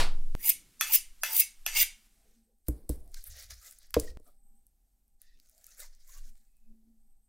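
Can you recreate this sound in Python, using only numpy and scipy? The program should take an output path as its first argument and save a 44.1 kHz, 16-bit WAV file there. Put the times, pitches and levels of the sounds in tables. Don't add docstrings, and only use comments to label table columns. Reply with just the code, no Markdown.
import sys
import numpy as np
from scipy import signal
from scipy.fft import rfft, irfft, next_fast_len
from scipy.io import wavfile
from scipy.ndimage import uniform_filter1d

SR = 44100
rng = np.random.default_rng(int(sys.argv[2]) if len(sys.argv) > 2 else 0)


def bounce(signal):
    frames = np.transpose(np.atleast_2d(signal))
    limited = np.clip(frames, -1, 1)
    pcm = np.round(limited * 32767).astype(np.int16)
    wavfile.write(sys.argv[1], SR, pcm)


def invert_db(x):
    u = np.asarray(x, float) / 20
    return 10 ** u


N = 321048
T = np.arange(N) / SR


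def evened(x):
    return x / np.sqrt(np.mean(x ** 2) + 1e-20)


def noise(*shape):
    return rng.standard_normal(shape)


def read(points, hz):
    f, value = np.transpose(points)
    return np.interp(np.log(hz + 1), np.log(f + 1), value)


def add(mix, s, sound):
    part = mix[round(s * SR):][:len(sound)]
    part += sound[:len(part)]


def resonate(x, hz, width):
    turn = np.exp(2j * np.pi * np.cumsum(hz * np.ones(len(x))) / SR)
    r = np.exp(-np.pi * width / SR)
    return 2 * (turn * signal.lfilter([1 - r], [1, -r], x / turn)).real


def coloured(x, points):
    n = next_fast_len(len(x))
    gain = invert_db(read(points, np.fft.rfftfreq(n, 1 / SR)))
    return evened(irfft(rfft(x, n) * gain, n)[:len(x)])


def drift(count, size):
    return evened(uniform_filter1d(uniform_filter1d(noise(count), size), size))


def band(x, lo_hz, hi_hz):
    return evened(signal.sosfilt(signal.butter(2, [lo_hz, hi_hz], "band", fs=SR, output="sos"), x))


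def above(x, hz):
    return signal.sosfilt(signal.butter(4, hz, "high", fs=SR, output="sos"), x)


def rings(modes, t, lift_db=0, above_hz=1e5, turn=0):
    total = 0
    for hz, db, t60 in modes:
        share = min(max(2 * hz / above_hz - 1, 0), 1)
        total = total + invert_db(db + lift_db * share - 60 * t / t60) * np.sin(2 * np.pi * (hz * t + turn))
    return total


def swells(rows, rise=None, fall=None):
    t = T[::32]
    curves = []
    for s, db, *shape in rows:
        growing = (s - t) / (rise or shape[0])
        dying = (t - s) / (fall or shape[1])
        curves.append(invert_db(db - 20 * np.where(t < s, growing, dying)))
    return np.array(curves)


def full(curve):
    return np.interp(T, T[::32], curve)


def noise_tail(x, t60s):
    hz, t, z = signal.stft(x, SR, nperseg=128)
    return signal.istft(z * invert_db(-60 * t / read(t60s, hz)[:, None]), SR, nperseg=128)[1]


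def room(x, t60s, start):
    tails = noise_tail(noise(3, SR * 3 // 4), t60s)
    tails = tails * (np.arange(tails.shape[1]) > start * SR)
    turns = np.sqrt(2 / 3) * np.cos(2 * np.pi * (11 * T + np.arange(3)[:, None] / 3))
    return signal.oaconvolve(x * turns, tails / np.linalg.norm(tails[0]), axes=1).sum(0)[:N]


def background():
    # [f/Hz, density/dB]
    air_colour = [(18, -30.5), (30, -3.5), (51, -12), (106, -32.5), (227, -31.5), (473, -44), (540, -45),
                  (801, -38.5), (962, -51), (3140, -51.5), (7670, -45.5), (8300, -43), (9460, -47),
                  (12300, -41), (16000, -50.5)]
    # [f/Hz, level/dB, width/Hz]
    whines = [(222, -91, 12), (797, -98, 8), (8140, -89, 30), (12200, -95, 90)]
    out = invert_db(-72.5 + 1.4 * drift(N, size=9000)) * coloured(noise(N), air_colour)

    bustle_on = np.clip((2.55 - T) * 4, 0, 1)
    bustle = noise(N)
    murmur = (invert_db(-56 - 30 * T) + invert_db(-82.5)) * band(bustle, 60, 300)
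    fade_s, fall_db_per_s, hush_db = 2.07, 19.5, -4
    hiss_db = -68 - fall_db_per_s * np.maximum(T - fade_s, 0) + hush_db * (T > fade_s)
    out += bustle_on * (murmur + invert_db(hiss_db) * band(bustle, 1100, 13000))

    waver = invert_db(4.9 * drift(N, size=12000))
    return out + waver * sum(invert_db(db) * evened(resonate(noise(N), hz, width)) for hz, db, width in whines)


def sway():
    # [t/s, level/dB]
    nudges = [(.37, -40.5), (1.11, -43), (1.79, -42), (2.29, -59), (3.0, -41), (3.2, -38), (4.06, -38.5),
              (4.46, -48.5), (5.3, -50), (5.88, -50.5), (6.24, -39), (6.72, -52), (7.12, -56)]
    # [t/s, level/dB]
    thuds = [(2.97, -46.5), (3.04, -53), (3.302, -46.5), (3.458, -50), (3.532, -54), (3.98, -36),
             (4.104, -45)]
    sway_hz, start_db, fall_db_per_s = 13.2, -16.5, 17
    change_s, next_change_s = .3513, 4.172
    free = invert_db(start_db - fall_db_per_s * T) * np.cos(2 * np.pi * sway_hz * (T - change_s))
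    wobble = band(resonate(noise(N), sway_hz, 16.0), 5.3, 19.0)
    nudged = full(swells(nudges, rise=.25, fall=.2).sum(0)) * wobble
    out = np.where(T < change_s, free, nudged)

    rumble = band(band(noise(N), 31.06, 75), 27, 80)
    pressed = full(swells(thuds, rise=.045, fall=.1).sum(0)) * rumble
    jolt = invert_db(-38) * np.exp(-abs(T - next_change_s) / .012)
    return out + (pressed + jolt) * (T < next_change_s)


def snap():
    # [f/Hz, density/dB]
    snap_colour = [(59, -35), (100, -6), (163, -24), (910, -16), (1950, -20), (4470, -18), (6020, -27.5),
                   (9610, -27.5), (16000, -45.5)]
    # [f/Hz, t60/s]
    snap_t60 = [(200, .3), (2000, 0.26), (6000, 0.23), (15000, 0.18)]
    tail = invert_db(-26) * noise_tail(coloured(noise(SR), snap_colour), snap_t60)
    return np.pad(tail[:SR], (0, N - SR))


def board():
    # [t/s, peak/dB, hardness as lift of the upper modes/dB]
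    knocks = [
        (2.6844, -21.5, -7),
        (2.8951, -23, -4),
        (3.966, -21.5, 14),
        (3.992, -34, 3),
        (4.198, -58, 6),
    ]
    # [f/Hz, level/dB, t60/s]
    board_modes = [(57.55, 2.5, 0.17), (124.1, -6.5, .1), (256.5, -12.5, 0.1), (298.8, 0, .08),
                   (466, 4, 0.031), (485, -20, 0.035), (590.3, -11, .06), (1000, -10.5, 0.016)]
    # [t/s, level/dB, rise/s, fall per 20 dB/s]
    groans = [(1.99, -74, .03, .06), (2.07, -76, .03, .05), (2.375, -66.5, 0.049, 0.1),
              (2.55, -80, .04, .04), (6.28, -76, 0.051, 0.15), (6.715, -60.5, 0.085, 0.14),
              (6.91, -64.5, .15, 0.1), (7.06, -77, .05, .02)]
    out, t = np.zeros(N), np.arange(SR // 2) / SR
    for s, db, hard_db in knocks:
        ringing = rings(board_modes, t, hard_db, above_hz=460, turn=0.18)
        add(out, s, -invert_db(db) * ringing * (1 - np.exp(-t / 0.0029)))
        counter_rattle = invert_db(db - 31.5 - 60 * t / .6) * band(noise(len(t)), 130, 450)
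        add(out, s, counter_rattle * (1 - np.exp(-t / 0.0056)))

    groan_hz = 222 + 3.5 * drift(N, size=3000)
    tone = np.sqrt(2) * np.sin(2 * np.pi * np.cumsum(groan_hz) / SR)
    return out + full(swells(groans).sum(0)) * (tone + 0.14 * band(noise(N), 180, 400))


def patchy(x, depth_db):
    hz, t, z = signal.stft(x, SR, nperseg=256)
    field = noise(len(hz), len(t))
    field = evened(uniform_filter1d(uniform_filter1d(field, size=9, axis=0), size=7, axis=1))
    gain = invert_db(depth_db * field - .115 * depth_db ** 2)
    return signal.istft(z * gain, SR, nperseg=256)[1][:len(x)]


def rubbing():
    # [t/s, level/dB, rise/s, fall per 20 dB/s, centre of the wet hiss f/Hz]
    rubs = [(2.35, -76, .15, .12, 6000), (2.68, -60, 0.024, .01, 9200), (2.684, -36, .001, 0.0039, 10500),
            (2.703, -66.5, .01, 0.34, 9100), (2.894, -46.5, .003, 0.05, 9500),
            (2.915, -68.5, .01, 0.4, 8830), (3.175, -53.5, 0.05, 0.06, 5400), (3.272, -49, .04, 0.04, 9800),
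            (3.31, -60, .08, .1, 5500), (3.4, -51, .12, 0.08, 5200), (3.435, -56, .06, .04, 4600),
            (3.506, -47, 0.012, .03, 5500), (3.516, -49, .015, .012, 5500), (3.535, -61, .03, .15, 5000),
            (3.668, -50, .08, 0.09, 7000), (3.725, -53, .008, .01, 8700), (3.83, -63, 0.1, 0.1, 4500),
            (3.943, -50, .002, 0.0776, 5500), (3.997, -46, .01, .02, 7500), (4.04, -57, .1, 0.07, 7300),
            (4.105, -58, .1, 0.02, 4600), (4.27, -67, 0.07, 0.12, 8240), (5.214, -71, .022, 0.23, 4620),
            (5.45, -73, .1, 0.45, 6500), (5.66, -64, 0.15, 0.1, 7400), (5.715, -62, .06, .1, 6000),
            (5.803, -44, .025, 0.035, 7400), (5.85, -55, .08, 0.04, 6000), (5.93, -70, .08, .08, 5200),
            (6.01, -70, .04, .05, 5000), (6.095, -60, .06, .08, 7000), (6.15, -56, .08, 0.06, 6500),
            (6.185, -63, .04, .04, 6500), (6.255, -61, 0.05, 0.06, 6500), (6.295, -65, .03, .02, 6000),
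            (6.36, -75, .1, 0.55, 7500)]
    each = swells(rubs) + 1e-9
    level = full(each.sum(0))
    centre_hz = full(np.transpose(rubs)[4] @ each ** 2 / (each ** 2).sum(0))
    octave = np.log2(centre_hz / 6500)

    hiss = noise(3, N)
    crackle = 2.4 * noise(N)
    crackle_per_s = 800 * invert_db(6.0 * drift(N, size=500))
    fizz = hiss + crackle * (rng.random(N) < crackle_per_s / SR)

    squelch = band(band(fizz[0], 1100, 2300), 1500, 5970)
    squelch = squelch + .4 * band(band(fizz[2], 460, 750), 440, 860)
    cavity_hz = 1700 * (1 + 0.1509 * drift(N, size=4000))
    squelch = squelch + 0.46 * evened(resonate(fizz[0], cavity_hz, 130.0))
    squelch_gain = invert_db(-10.5 - 3.5 * octave) * (level / invert_db(-58)) ** (0.99 - 1) * (level > invert_db(-95))

    glove = band(above(fizz[2], 8600), 6000, 15000)
    crinkle = invert_db(-3.5 + 7 * octave + 2.5 * drift(N, size=120)) * glove

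    body = invert_db(-5.0 * octave) * band(fizz[1], 3700, 7300)
    focus = 1.2 * evened(resonate(resonate(fizz[1], centre_hz, 2200.0), centre_hz, 2500.0))
    wet = evened(body + focus) * invert_db(1.2 * drift(N, size=300))
    mixed = evened(wet) + squelch_gain * evened(squelch) + crinkle
    return level, invert_db(-3.5) * level * patchy(mixed, depth_db=2.2)


def ticks(rows):
    grains = noise(len(rows), 600)
    out, t = np.zeros(N), np.arange(600) / SR
    peak_db = np.transpose(rows)[1][:, None]
    clicks = grains * np.exp(-t / (0.0004 * invert_db(0.45 * (peak_db + 51.5))))
    plops = band(band(clicks, 1100, 2800), 1100, 3500)
    for (s, db, hz), click, low in zip(rows, clicks, plops):
        cavity = resonate(resonate(click, .88 * hz, .5 * hz), .88 * hz, hz)
        high = np.diff(cavity, n=2, prepend=[0, 0])
        low_db = -29 - 22 * np.log2(max(hz, 4000) / 6500)
        both = high / abs(high).max() + invert_db(low_db) * low / abs(low).max()
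        add(out, s + 0.000972, invert_db(db - 1.5) * both)
    return out


def meat():
    # [t/s, level/dB,
    # f/Hz, length/s]
    squeaks = [(2.14, -80, 680, .17), (2.2, -80, 450, .18), (2.45, -80, 450, .11), (2.98, -70.5, 670, 0.16),
               (3.16, -62, 1560, 0.036), (3.34, -68, 593, 0.065), (3.33, -66, 1900, 0.07),
               (3.5, -62, 1900, .04), (3.6, -68, 1300, .07), (3.63, -66, 2000, .07),
               (3.675, -65, 1250, 0.025), (4.02, -62, 1950, .05), (4.071, -55, 1900, 0.02),
               (4.245, -72, 1250, 0.07), (4.25, -70, 648, 0.07), (5.22, -78, 1850, .16),
               (5.495, -77, 643, 0.15), (5.66, -76, 1350, .05), (5.66, -76, 2600, 0.08),
               (5.7, -76, 1850, .06), (5.785, -66, 480, .025), (5.81, -68, 620, .03),
               (5.79, -64, 1450, .03), (5.815, -66, 1183, 0.03), (5.81, -62, 2050, .045),
               (5.83, -66, 950, .04), (6.08, -71, 1100, 0.035), (6.13, -69, 1120, .075),
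               (6.05, -76, 2000, .1), (6.13, -76, 2800, .09), (6.364, -93, 2556, .45),
               (4.26, -72.5, 260, 0.05), (5.302, -79, 225, 0.15)]
    # [t/s, peak/dB, centre f/Hz]
    small_contacts = [(2.281, -62, 9000), (2.311, -58, 9500), (2.585, -62, 10000), (2.6688, -48, 4460),
                      (2.6826, -15.5, 12400), (2.8917, -20.5, 10000), (3.004, -48.5, 10400),
                      (3.0762, -48, 7900), (3.117, -47, 8050), (3.142, -31, 5200), (3.1437, -31, 4500),
                      (3.2395, -25, 10500), (3.365, -42, 12000), (3.387, -41, 12500), (3.398, -37, 8500),
                      (3.424, -41, 12000), (3.442, -39, 6000), (3.5062, -33, 4600), (3.5315, -42, 3000),
                      (3.541, -39, 7000), (3.614, -46, 11000), (3.628, -45, 9500), (3.7097, -32.5, 8600),
                      (3.7476, -48, 8700), (3.7853, -40, 8000), (3.7877, -38, 12000), (3.83, -44, 5570),
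                      (3.868, -48, 12000), (3.9055, -37, 12000), (3.9407, -16, 3600), (3.9972, -17, 7000),
                      (4.1987, -50.5, 8230), (4.6663, -46, 12200), (5.0794, -54, 12360), (5.2161, -34, 12000),
                      (5.373, -56, 3000), (5.389, -56, 3000), (5.3986, -44, 5200), (5.459, -54, 5000),
                      (5.488, -52, 4900), (5.4954, -44, 9450), (5.513, -52, 11000), (5.548, -50, 6500),
                      (5.579, -45, 8000), (5.586, -46, 12500), (5.612, -49, 5670), (5.642, -37, 7000),
                      (5.6657, -31, 12360), (5.7062, -42, 7220), (5.72, -47, 6500), (5.7946, -31, 9960),
                      (5.949, -48, 7000), (6.047, -52, 5000), (6.0766, -46, 9000), (6.175, -42, 8000),
                      (6.181, -44, 11000), (6.354, -53, 4000), (6.371, -55, 3000), (6.3772, -52, 7600),
                      (6.5676, -53, 11000),
                      (1.951, -58, 1200), (2.6835, -34, 1600), (2.8935, -36, 1900), (3.817, -55, 1100),
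            (3.9055, -48, 1800), (4.073, -42, 2400), (4.15, -56, 1580), (4.265, -54, 1300),
            (5.2165, -50, 4000), (5.838, -49, 1500), (6.048, -66, 900), (6.091, -60, 1500),
            (6.175, -54, 1600)]
    level, out = rubbing()
    for s, db, hz, length in squeaks:
        air = noise(round(length * SR))
        tone = evened(resonate(resonate(air, hz, 80.0), hz, 220.0))
        add(out, s, invert_db(db) * tone * np.hanning(len(air)))

    slap_s, slap_db, slap_t60 = 3.9418, -30.5, .05
    slap = band(band(noise(4000), 700, 4200), 600, 4500)
    add(out, slap_s, invert_db(slap_db - 60 * T[:4000] / slap_t60) * slap)

    strays_per_s, stray_db = 40, 7
    strays = []
    for place, size, pitch in rng.random((round(strays_per_s * N / SR), 3)):
        here = level[int(place * N)]
        if here > invert_db(-80):
            db = stray_db + 6 * size + 20 * np.log10(here)
            strays.append((place * N / SR, db, 4500 * 2.8 ** pitch))
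    return out + ticks(small_contacts + strays)


def flares():
    # [t/s, level/dB, f/Hz, length/s]
    singing = [(.385, -64, 1850, .04), (.39, -58, 9500, .025), (.428, -50, 2240, .045),
               (.44, -57, 890, .055), (.445, -50, 2800, .04), (.45, -47, 7020, .025),
               (.45, -38, 10930, .035), (.465, -33, 12900, .03), (.47, -50, 1960, .03),
               (.488, -36, 8170, .022), (.49, -42, 5000, .03), (.495, -44, 2570, .035),
               (.865, -45, 9190, .03), (.892, -50, 930, .035), (.892, -48, 2450, .03),
               (.89, -48, 2790, .04), (.93, -35, 5800, .022), (.93, -35, 8310, .025),
               (.935, -46, 1800, .02), (.95, -38, 5180, .035), (.95, -39, 7070, .03),
               (.95, -43, 2716, .025), (1.275, -52, 910, .1), (1.295, -45, 9274, .03),
               (1.31, -49, 4840, .03), (1.31, -50, 6210, .03), (1.345, -44, 4810, .035),
               (1.34, -50, 2633, .03), (1.395, -35, 9315, .025), (1.4, -40, 2640, .04),
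               (1.4, -43, 5065, .04), (1.42, -46, 6230, .025), (1.735, -49, 2135, .03),
               (1.748, -36, 2255, .035), (1.752, -33, 2790, .045), (1.748, -38, 4790, .03),
               (1.765, -38, 7050, .03), (1.765, -38, 9060, .035), (1.77, -40, 2580, .04),
               (1.745, -53, 880, .045), (1.788, -34, 4840, .035), (1.788, -34, 5900, .03),
               (1.79, -38, 3500, .045), (1.805, -36, 2045, .035), (1.81, -40, 2300, .04),
               (1.81, -39, 8790, .025), (1.79, -30, 14850, .022), (1.81, -27, 14670, .022),
               (1.81, -30, 12490, .022), (.49, -28, 11400, .018)]
    out = np.zeros(N)
    wavers = drift(len(singing) * 4500, size=40).reshape(len(singing), -1)
    for (s, db, hz, length), waver in zip(singing, wavers):
        n = min(round(length * SR), len(waver))
        tone = np.sin(2 * np.pi * np.cumsum(hz + 90 * waver[:n]) / SR)
        add(out, s, invert_db(db + 3) * tone * signal.windows.tukey(n, .6))
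    return out


def stroke(rows, heel_db, tip_db):
    # [f/Hz, width/Hz, level/dB]
    blade_modes = [(880, 110, -34), (2150, 140, -10), (2740, 130, -14), (3500, 160, -21), (4800, 110, -13),
                   (5900, 160, -13), (7000, 140, -14), (8280, 160, -11), (9300, 140, -8), (10900, 150, -8),
                   (11450, 110, -8), (12650, 140, -3), (13500, 130, -5), (14300, 150, -7), (15000, 220, 1)]
    # [f/Hz, density/dB]
    scrape_colour = [(180, -73.5), (300, -40.5), (2740, -7.5), (4910, -19.5), (5340, -19), (5800, -13),
                     (9880, -12), (15000, -1.5), (16000, -7)]
    times, pressures_db = np.transpose(rows)
    start, lift_off, end = times[0], times[-2], times[-1]
    t = np.arange(start, end, 1 / SR)
    n, spare = len(t), SR // 4
    on = np.clip(np.minimum(t - start, end - t) / 0.0017, 0, 1)
    pressure_db = np.interp(t, times, pressures_db)
    bright_db = np.interp(start + np.arange(n) / SR, [start, lift_off, end], [heel_db, tip_db, tip_db - 22])

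    grit = (noise(spare) * invert_db(4 * drift(spare, size=90)))[:n]
    climb = np.linspace(.96, 1.04, n)
    blade = 0
    for hz, width, db in blade_modes:
        flare_db = 4.0 * np.tanh(drift(spare, size=330)[:n])
        mode = resonate(noise(n), hz * climb * rng.uniform(0.97, 1.01), width)
        blade = blade + invert_db(db + flare_db) * evened(mode)
    both = evened(blade) + invert_db(-1.5) * coloured(grit, scrape_colour)

    high = above(both, 7800) * invert_db(1.2 * drift(spare, size=60)[:n])
    tip = np.linspace(0, 1, n) ** 2
    low = band((1 - tip) * both + tip * above(both, 1500), 650, 7200)
    return start, on * invert_db(pressure_db + 3) * (low + invert_db(bright_db) * evened(high))


def steel():
    # [t/s, peak/dB]
    landings = [
        (0.809, -10),
        (1.233, -12.5),
        (1.663, -15.5),
    ]
    # [f/Hz, level/dB, t60/s]
    rod_modes = [(1300, -3, .07), (1755, -2, .15), (2600, 0, .2), (3429, -2, .16), (4199, -6, .08),
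                 (4700, -12, .3), (5992, -4, .25), (6880, -13, .3), (8027, -14, .3), (9200, -5, .1),
                 (11470, -1, .13), (11580, -2, .22), (12380, -12, .2), (14690, -10, .05)]
    # [f/Hz, density/dB]
    clack_colour = [(120, -64), (200, -33.5), (735, -15), (1020, -18), (1300, -5.5), (2210, -11),
                    (2560, -2), (4040, -25), (5840, -7.5), (7270, -18.5), (11500, -7), (13800, -9.5),
                    (16000, -27)]
    # [t/s, pressure/dB]
    strokes = [
        [(0.36, -72), (0.378, -73.5), (0.452, -46), (0.484, -44), (0.498, -39), (0.508, -43)],
        [(0.822, -39), (0.862, -48), (0.92, -45), (0.94, -35), (0.96, -35), (0.968, -43)],
        [(1.245, -41), (1.287, -48), (1.39, -41), (1.408, -39), (1.424, -43)],
        [(1.675, -41), (1.707, -48.5), (1.737, -47), (1.768, -31), (1.827, -30), (1.836, -35)],
    ]
    # [at the heel/dB, at the tip/dB]
    shines = [(5.5, 16), (-5, 14), (-2, 17), (-9, 7)]
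    # [t/s, level/dB, centre f/Hz, length/s]
    slips = [(.458, -32, 12500, .011), (.47, -30, 13500, .018), (0.4895, -20.5, 13700, 0.017),
             (.92, -30, 14000, .012), (0.9325, -19, 15100, 0.007), (0.944, -21, 12800, 0.011),
             (.9555, -21, 13800, 0.005), (1.33, -30, 13500, .008), (1.3478, -27, 14500, .004),
             (1.3645, -21, 13700, 0.006), (1.375, -30, 13000, .012), (1.393, -20, 13600, 0.018),
             (1.79, -28, 13000, .005), (1.8015, -22, 14500, 0.005), (1.812, -24, 14460, 0.014),
             (1.828, -19, 13100, 0.003)]
    out, t = np.zeros(N), np.arange(SR // 4) / SR
    for s, db in landings:
        clack = coloured(noise(len(t)), clack_colour) * invert_db(-60 * t / 0.02)
        add(out, s + .001, invert_db(db - 6) * (clack + invert_db(-16.5) * rings(rod_modes, t)))

    for rows, (heel_db, tip_db) in zip(strokes, shines):
        add(out, *stroke(rows, heel_db, tip_db))

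    for s, db, hz, length in slips:
        n = round(length * SR)
        burst = resonate(resonate(noise(1200), hz, 3600.0), .9 * hz, 7000.0)
        burst = evened(above(burst, 2500))
        add(out, s, invert_db(db + 1.5) * burst[:n] * signal.windows.tukey(n, .4))

    song_s, song_length_s, song_db = 5.205, .17, -86
    rub = noise(round(song_length_s * SR))
    song = 0
    for hz in (1854, 2600, 3600, 3930, 4740, 5290):
        mode = evened(resonate(resonate(rub, hz, 150.0), hz, 300.0))
        song = song + mode * invert_db(4.35 * drift(len(rub), size=900))
    add(out, song_s, invert_db(song_db) * song * signal.windows.tukey(len(rub), .3))
    return above(out, 440)


def scene():
    # [f/Hz, t60/s]
    kitchen_t60 = [(100, 0.3), (600, .36), (1300, 0.28), (3000, 0.28), (9000, 0.25), (15000, 0.08)]
    # [f/Hz, t60/s]
    beyond_t60 = [(300, .8), (2000, 0.43), (6000, 0.46), (12000, 0.23)]
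    glove, honing, wood, hands, sung = snap(), steel(), board(), meat(), flares()
    stirred = honing + invert_db(-9) * sung
    wet = room(invert_db(-8) * stirred, kitchen_t60, 0.0029)
    wet = wet + room(invert_db(-19) * wood + invert_db(-14.5) * hands, kitchen_t60, 0.0033)
    far = room(invert_db(-29.5) * stirred + invert_db(-25) * glove, beyond_t60, 0.014)
    mix = glove + sway() + honing + sung + wood + hands + wet + far + background()
    return np.tile(mix, (2, 1))


def top_cut(x):
    return signal.sosfilt(signal.butter(12, 16530, fs=SR, output="sos"), x)


def record(dry):
    mid = signal.oaconvolve(dry[0], signal.firwin(401, 15850, window=("kaiser", 5), fs=SR), "same")
    hz, t, z = signal.stft(mid, SR, nperseg=2048)
    hz = hz[:, None]
    level = np.sqrt(abs(uniform_filter1d(abs(z) ** 2, size=30, axis=0)))
    chosen = np.repeat(rng.random((33, len(t))) < .75, 32, axis=0)[:len(hz)]
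    loud = level > invert_db(-74 + hz / 1100)
    hissy = chosen & loud & (hz > 4200) & (t > .3) & (t < 2.2)
    fresh = level * hissy * invert_db(-12.0 * (hz > 11000)) * np.exp(2j * np.pi * rng.random(z.shape))
    side = invert_db(-3.5) * signal.istft(fresh, SR, nperseg=2048)[1][:N]
    return top_cut(np.array([mid + side, mid - side]))


dry = scene()
out = record(dry)
bounce(out)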